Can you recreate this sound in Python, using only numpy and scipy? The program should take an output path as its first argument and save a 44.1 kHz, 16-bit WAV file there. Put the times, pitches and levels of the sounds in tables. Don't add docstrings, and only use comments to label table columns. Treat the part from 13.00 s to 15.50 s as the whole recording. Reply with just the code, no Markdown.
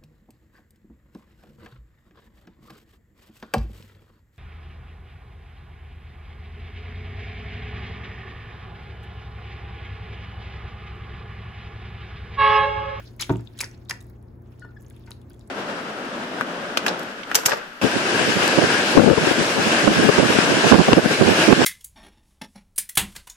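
import sys
import numpy as np
from scipy import signal
from scipy.io import wavfile
from scipy.ndimage import uniform_filter1d

SR = 44100
rng = np.random.default_rng(int(sys.argv[2]) if len(sys.argv) > 2 else 0)


def to_wav(sig):
    pcm = np.clip(np.atleast_2d(sig), -1, 1) * 32767
    pcm = np.round(pcm).astype(np.int16)
    wavfile.write(sys.argv[1], SR, pcm.T)


N = 110250
HALF_EACH_WAY = np.array([[0.5], [-0.5]])

# t/s, relative level/dB, contact cut-off f/Hz
BLOWS = [(.294, -23, 3000), (.2975, -22.5, 342), (.301, -16, 800), (.307, -25.5, 498), (0.323, -29.5, 877),
         (.334, -32.5, 710), (.350, -30.5, 700), (0.394, -36, 400), (.628, -48.5, 896), (.910, -50, 600),
         (1.644, -46, 910), (2.306, -45.5, 300)]


def from_db(db):
    return 10 ** (np.asarray(db) / 20)


def rms_one(x):
    return x / np.sqrt(np.mean(x ** 2) + 1e-20)


def in_time(rows):
    return np.interp(np.arange(N) / SR, *np.transpose(rows))


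def at_hz(points, hz):
    points_hz, values = np.transpose(points)
    return np.interp(np.log(hz), np.log(points_hz), values)


def drift(corner_hz):
    step, settle = 40, 2000
    r = np.exp(-2 * np.pi * corner_hz * step / SR)
    noise = rng.standard_normal(N // step + settle + 2)
    slow = signal.lfilter([1], [1, -2 * r, r * r], noise)[settle:]
    return np.interp(np.arange(N) / step, np.arange(len(slow)), rms_one(slow))


def ring(clicks, hz, t60_s):
    r = from_db(-60 / (t60_s * SR))
    w = 2 * np.pi * hz / SR
    return signal.lfilter([0, np.sin(w)], [1, -2 * r * np.cos(w), r * r], clicks + 1e-18)


def add(out, start_s, sound):
    i = int(start_s * SR)
    out[..., i:i + sound.shape[-1]] += sound[..., :N - i]


def banded(spectrum, flicker_db):
    # f/Hz, left-right correlation
    likeness = [(60, 1), (130, 0.79), (290, 0.76), (640, -0.058), (1410, 0.28), (3100, 0.21), (6820, 0.012),
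                (15000, 0.14)]
    edges_hz = 22 * 2 ** np.arange(0, 9.7, 1 / 3)
    white = rng.standard_normal((2, 2, N + SR // 4))
    flickers = [drift(28) for _ in range(5)]
    out = 0
    for k, (low_hz, high_hz) in enumerate(zip(edges_hz, edges_hz[1:])):
        if low_hz <= spectrum[0][0]:
            continue
        band = signal.butter(2, [low_hz, high_hz], "band", fs=SR, output="sos")
        mid, side = signal.sosfilt(band, white[k % 2])[:, -N:]
        hz = np.sqrt(low_hz * high_hz)
        alike = at_hz(likeness, hz)
        gain = from_db(at_hz(spectrum, hz) + flicker_db * flickers[k // 2 % 5])
        out = out + gain * (np.sqrt(1 + alike) * mid + np.sqrt(1 - alike) * side * [[1], [-1]])
    return rms_one(out)


def noise_floor():
    # f/Hz, relative level/dB per Hz
    colour = [(20, -60), (32, -44), (50, -7.5), (75, -11), (120, -10.5), (160, -15.5), (250, -14.5),
              (380, -19), (500, -24), (900, -31), (1900, -42.5), (2800, -71.5), (6000, -67.5), (10000, -62),
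              (16500, -56.5)]
    return from_db(-48.5) * banded(colour, flicker_db=0.48) * from_db([[0.4], [-0.4]])


def hum():
    # f/Hz, rms level/dB before the left-right lean
    lines = [(59.2, -54.5), (86.1, -53), (118.4, -48.5), (220.7, -62), (355.3, -62.5)]
    t = np.arange(N) / SR
    total = 0
    for hz, db in lines:
        total = total + np.sqrt(2) * from_db(db) * np.sin(2 * np.pi * (hz * t + rng.random()))
    return total * from_db([[0.7], [-0.7]])


def kitchen(x):
    room_t60_s, treble_t60_s, rise_s = 0.32, 0.2, 0.0039
    wall_cut_hz, shared_bass_hz = 2400, 300
    t = np.arange(SR // 2) / SR
    noise = rng.standard_normal((2, len(t)))
    bass = signal.lfilter(*signal.butter(2, shared_bass_hz, fs=SR), noise[0] - noise[1])
    noise[1] += bass
    low = signal.lfilter(*signal.butter(1, wall_cut_hz, fs=SR), noise)
    tail = low * from_db(-60 * t / room_t60_s) + (noise - low) * from_db(-60 * t / treble_t60_s)
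    tail = tail * np.minimum(t / rise_s, 1)
    unit_tail = tail / np.sqrt(np.sum(tail ** 2) / 2)
    return signal.fftconvolve(x[None], unit_tail, axes=1)[:, :N]


def rattle():
    level_db, t60_s, band_hz = -1.5, 0.07, [550, 1720]
    out, t = np.zeros((2, N)), np.arange(4000) / SR
    for start_s, db, _ in BLOWS:
        noise = rng.standard_normal((2, len(t)))
        add(out, start_s, from_db(level_db + db - 60 * t / t60_s) * noise)
    return signal.sosfilt(signal.butter(2, band_hz, "band", fs=SR, output="sos"), out)


def tray():
    # f/Hz, relative level/dB, t60/s, left-right difference/dB
    modes = [(64.4, -10, 0.32, 1), (113.15, -0.5, 0.32, 1.5), (155.9, -8, 0.3, 0.5),
             (189.5, -7.5, .2, -1.5), (229, -6, 0.074, 0), (246, -9, 0.13, -1), (291.4, -6, 0.24, -2),
             (329.3, -9, 0.14, -2.5), (374.8, 1.5, 0.085, -0.5), (436.5, -3.5, 0.056, -1.5),
             (516, -12, 0.022, 1.5), (627, -12, 0.085, 11), (680, 2.5, 0.015, 5.5), (914, -2.5, 0.086, 0.5),
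             (1070, -4, 0.026, 1.5), (1190, -9.5, .06, 1), (1440, -4, 0.02, 2)]
    right_lag_s = 0.000091
    blows = np.zeros(N)
    click = np.eye(1, 600)[0]
    for start_s, db, cut_hz in BLOWS:
        soft_click = signal.lfilter(*signal.butter(2, cut_hz, fs=SR), click)
        add(blows, start_s, from_db(db) * soft_click)
    out = np.zeros((2, N))
    for k, (hz, db, t60_s, pan_db) in enumerate(modes):
        polarity = (-1) ** k
        out += polarity * from_db(db + HALF_EACH_WAY * pan_db) * ring(blows, hz, t60_s)
    left, right = out
    return np.array([left, np.interp(np.arange(N) - right_lag_s * SR, np.arange(N), right)])


def squeaks():
    # t/s, length/s, nominal level/dB, first f/Hz, last f/Hz
    squeak_rows = [(1.616, .016, -50.5, 1947, 1530), (1.619, 0.038, -44.5, 1466, 1435),
                   (1.64, 0.032, -56, 1810, 1756), (1.669, 0.017, -62, 1430, 1400),
                   (1.683, .016, -56, 1420, 1435), (1.701, 0.014, -59, 1450, 1400),
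                   (1.763, 0.016, -42.5, 1782, 1630)]
    edge_s, overtones_db, waver_db, lean_db = 0.0053, -23.5, 2.5, 2.5
    out = np.zeros(N)
    for start_s, length_s, db, first_hz, last_hz in squeak_rows:
        t = np.arange(int(length_s * SR)) / SR
        envelope = np.clip(np.minimum(t, length_s - t) / edge_s, 0, 1)
        phase = 2 * np.pi * (first_hz * t + (last_hz - first_hz) * t ** 2 / length_s / 2)
        overtones = np.sin(2 * phase) + np.sin(3 * phase)
        add(out, start_s, from_db(db) * envelope * (np.sin(phase) + from_db(overtones_db) * overtones))
    return out * from_db(waver_db * drift(160) + lean_db * np.array([[1], [-1]]))


def tack():
    # t/s, level/dB before trim
    levels = [(0.0, -50.5), (0.17, -71.5), (0.28, -54.5), (0.43, -63.5), (0.86, -68), (1.2, -76.5),
              (1.43, -84), (1.52, -67), (1.73, -74.5), (1.86, -68.5), (2.0, -68), (2.14, -69.5),
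              (2.26, -73), (2.4, -69.5), (2.5, -71)]
    # f/Hz, relative level/dB per Hz
    colour = [(700, -36), (1500, 7.5), (3000, 0.5), (5000, -1.5), (8000, -8.5), (12000, -11), (16500, -7.5)]
    trim_db = 1.5
    return from_db(trim_db + in_time(levels)) * banded(colour, flicker_db=5)


def crackle():
    # f/Hz, relative level/dB per Hz
    colour = [(400, -55), (900, -11), (2200, -5.5), (3700, -8), (6500, -4.5), (9500, -14.5), (12500, -30.5),
              (16000, -19)]
    bursts_per_s, t60_cycles, size_spread_db, side_spread_db = 4000, 14.0, 3.5, 5.6
    sizes = from_db(size_spread_db * np.minimum(rng.exponential(1, N), 2.5))
    sizes = sizes * rng.choice([-1, 1], N) * (rng.random(N) < bursts_per_s / SR)
    sizes = sizes * from_db(rng.normal(0, side_spread_db, N) * [[1], [-1]])
    pitches_hz = np.geomspace(500, 15500, 24)
    dealt = rng.integers(0, len(pitches_hz), N)
    out = np.zeros((2, N))
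    for k, hz in enumerate(pitches_hz):
        gain = from_db(at_hz(colour, hz)) * hz
        out += gain * ring(sizes * (dealt == k), hz, t60_cycles / hz)
    return rms_one(out)


def squelches():
    # t/s, level/dB before trim
    squelch_curves = [
        [(.194, -36), (.198, -35), (.204, -34), (.212, -28), (.223, -24.5), (.232, -37), (.24, -36),
         (.255, -49)],
        [(.572, -60), (.588, -45), (.590, -38), (.603, -41), (.608, -29.5), (.616, -35), (.625, -43),
         (.645, -45.5), (.655, -46.5), (.67, -57.5)],
        [(.885, -77), (.893, -43), (.897, -31.5), (.905, -33), (.911, -33), (.92, -50), (.935, -65)],
        [(2.06, -56), (2.076, -69), (2.098, -76), (2.107, -45), (2.118, -50), (2.135, -71)],
    ]
    trim_db = -4.5
    t = np.arange(N) / SR
    gain = np.zeros(N)
    for rows in squelch_curves:
        during = (t > rows[0][0]) * (t < rows[-1][0])
        gain += from_db(in_time(rows)) * during
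    return from_db(trim_db) * gain * crackle()


def snaps():
    # t/s, peak level/dB, centre f/Hz
    snap_rows = [(0.164, -47, 12300), (.196, -39, 12600), (0.206, -38, 9500), (.210, -19, 8900),
                 (0.2125, -18, 9200), (0.222, -18.5, 8100), (.296, -48, 6900), (0.318, -41.5, 12000),
                 (0.332, -43, 13500), (.358, -47, 8200), (0.369, -40.5, 7700), (0.408, -47.5, 7800),
                 (0.578, -39.5, 9000), (0.589, -26.5, 8700), (0.605, -15, 7400), (0.6107, -13.5, 7800),
                 (0.614, -15, 8400), (0.6186, -33.5, 8900), (0.7772, -53.5, 6000), (0.85, -55, 7800),
                 (.894, -29.5, 8300), (0.8976, -27, 9800), (.9097, -24, 6640), (0.9132, -30, 8000),
                 (1.006, -38, 7600), (1.012, -38.5, 8700), (1.025, -44, 13000), (1.043, -50.5, 8000),
                 (1.068, -49, 12700), (1.098, -45, 14200), (1.2264, -52.5, 9900), (1.3567, -62.5, 12850),
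                 (1.421, -55, 14000), (1.596, -40.5, 8200), (1.8093, -49, 13000), (1.820, -45.5, 11500),
                 (1.826, -48, 11900), (1.883, -48, 12000), (1.9, -40.5, 10200), (1.964, -48, 10900),
                 (1.9953, -51, 12200), (2.066, -54, 10000), (2.107, -32.5, 9000), (2.215, -48.5, 9050),
                 (2.299, -42.5, 11900), (2.333, -47, 8050), (2.345, -52, 9800), (2.394, -43, 7500),
                 (2.411, -59, 11040)]
    t60_s, half_width = 0.0099, 0.13
    out, t = np.zeros(N), np.arange(800) / SR
    for start_s, db, hz in snap_rows:
        edges_hz = [hz * (1 - half_width), hz * (1 + half_width)]
        band = signal.butter(1, edges_hz, "band", fs=SR, output="sos")
        burst = signal.sosfilt(band, rng.standard_normal(len(t)) * from_db(-60 * t / t60_s))
        add(out, start_s, from_db(db) * burst / np.abs(burst).max())
    return out


def pops():
    # t/s, nominal level/dB, starting f/Hz, t60/s, left-right difference/dB
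    pop_rows = [(.002, -36.5, 1610, 0.026, 6), (0.1968, -35, 6430, 0.025, 3), (.1975, -29, 2230, 0.024, 5),
                (.1985, -32, 4070, 0.12, 4), (0.206, -33.5, 1324, 0.021, 1),
                (0.216, -26.5, 5200, 0.041, 11), (0.218, -31, 5810, 0.03, 21),
                (0.2241, -21, 3060, 0.019, 5), (0.2284, -28.5, 3196, 0.031, -4),
                (.232, -24, 3400, 0.013, 2), (.242, -37, 2250, .03, 8), (.296, -25.5, 3400, 0.0057, 7),
                (0.3581, -32.5, 2770, 0.0066, 2), (0.4734, -42, 3620, 0.012, 19.5),
                (.573, -49, 3960, .01, 7), (.577, -43, 3230, .012, 5), (.579, -44, 1900, 0.012, -3),
                (0.5906, -29.5, 4010, 0.032, 5.5), (.597, -32.5, 3910, 0.031, 4),
                (.6065, -17.5, 2308, 0.019, 2.5), (0.609, -21, 1940, 0.0095, -1),
                (.6115, -23, 4880, 0.013, 4.5), (0.616, -35, 2460, .025, -9), (.623, -28.5, 2180, 0.017, 7),
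                (.626, -39.5, 527, 0.076, 1.5), (.628, -31.5, 936, 0.023, 3.5),
                (.628, -28, 2100, .011, 5.5), (0.6357, -22, 1950, .012, 6), (.643, -24, 5390, 0.0058, 5),
                (.643, -34, 1730, 0.018, 6.5), (0.647, -32.5, 4800, 0.018, 2),
                (0.651, -46.5, 1443, 0.082, 0), (.7128, -43, 5930, 0.012, 2), (.856, -52.5, 3690, .018, 4),
                (.887, -45, 3680, 0.015, 15.5), (0.8968, -16.5, 5230, 0.0072, 3.5),
                (0.9093, -16.5, 1880, 0.02, -4.5), (0.9103, -17.5, 5100, 0.0058, 4),
                (.900, -36, 3150, 0.018, 12), (.899, -39.5, 1000, 0.055, 1), (.905, -36, 990, 0.05, 1),
                (.927, -37, 954, 0.034, -3), (0.9154, -26.5, 1737, 0.024, 11),
                (1.009, -46, 3740, 0.02, -5.5), (1.648, -44.5, 953, 0.037, -8),
                (1.621, -54, 4330, 0.0086, -5), (1.629, -56.5, 3400, .015, 10),
                (1.692, -63, 4120, 0.016, 5), (1.8472, -44.5, 3080, 0.0062, 6),
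                (1.852, -54.5, 1715, 0.023, -1), (1.8636, -46, 6250, 0.016, 2),
                (1.900, -55, 3600, 0.0073, 4), (1.907, -44, 2150, 0.0068, 6), (1.908, -51.5, 3520, .012, 8),
                (1.911, -50.5, 1610, 0.021, 1), (1.965, -59, 3420, 0.016, 19),
                (2.0382, -54, 3500, .012, 22), (2.065, -53, 4530, 0.012, 5), (2.074, -46, 2110, 0.047, 3),
                (2.0749, -47.5, 1514, 0.052, 7.5), (2.078, -53.5, 926, 0.31, 1),
                (2.1088, -30, 1230, 0.0063, -5), (2.109, -42, 2900, 0.0044, 2),
                (2.1167, -29.5, 3850, 0.0097, 5), (2.130, -62, 3870, 0.098, 5),
                (2.216, -56, 3460, 0.022, 5), (2.3043, -48.5, 1534, 0.021, 0),
                (2.304, -48.5, 4700, 0.0085, 3), (2.314, -53.5, 3300, 0.025, 6),
                (2.340, -54, 3440, 0.022, 5), (2.362, -51, 3300, 0.011, 4), (2.411, -50.5, 3830, .02, 5.5),
                (2.4745, -51, 8400, 0.018, -15)]
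    roughness = 0.6
    wander = 0.35
    lag_s_per_db = 0.00001
    out, t = np.zeros((2, N)), np.arange(4000) / SR
    for start_s, db, hz, t60_s, pan_db in pop_rows:
        noise = rng.standard_normal(len(t))
        rough = 1 + roughness * rms_one(uniform_filter1d(noise, size=24))
        port_t = t + lag_s_per_db * pan_db * HALF_EACH_WAY
        phase_walk = wander * np.sqrt(hz / SR) * np.cumsum(noise[::-1])
        tone = np.sin(2 * np.pi * hz * port_t * (1 + 0.35 * t) + phase_walk)
        envelope = (1 - np.exp(-t * hz)) * from_db(-60 * t / t60_s)
        add(out, start_s, from_db(db + HALF_EACH_WAY * pan_db) * tone * envelope * rough)
    return out


def scene():
    room_db, tray_room_db = -10, -4
    fish = pops() + snaps() + squelches() + tack() + squeaks()
    knock = tray() + rattle()
    to_room = (fish + from_db(tray_room_db) * knock).mean(axis=0)
    return fish + knock + from_db(room_db) * kitchen(to_room) + hum() + noise_floor()


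def record(dry):
    one_port_hz, cutoff_hz = 6300, 16650
    left_lag_samples, left_own_share = 10, 0.23
    low = signal.sosfiltfilt(signal.butter(6, one_port_hz, fs=SR, output="sos"), dry)
    left_high, right_high = dry - low
    late = -np.concatenate([np.zeros(left_lag_samples), right_high[:-left_lag_samples]])
    both = low + np.array([late + left_own_share * left_high, right_high])
    return signal.sosfilt(signal.cheby2(14, 70, cutoff_hz, fs=SR, output="sos"), both)


dry = scene()
out = record(dry)
to_wav(out)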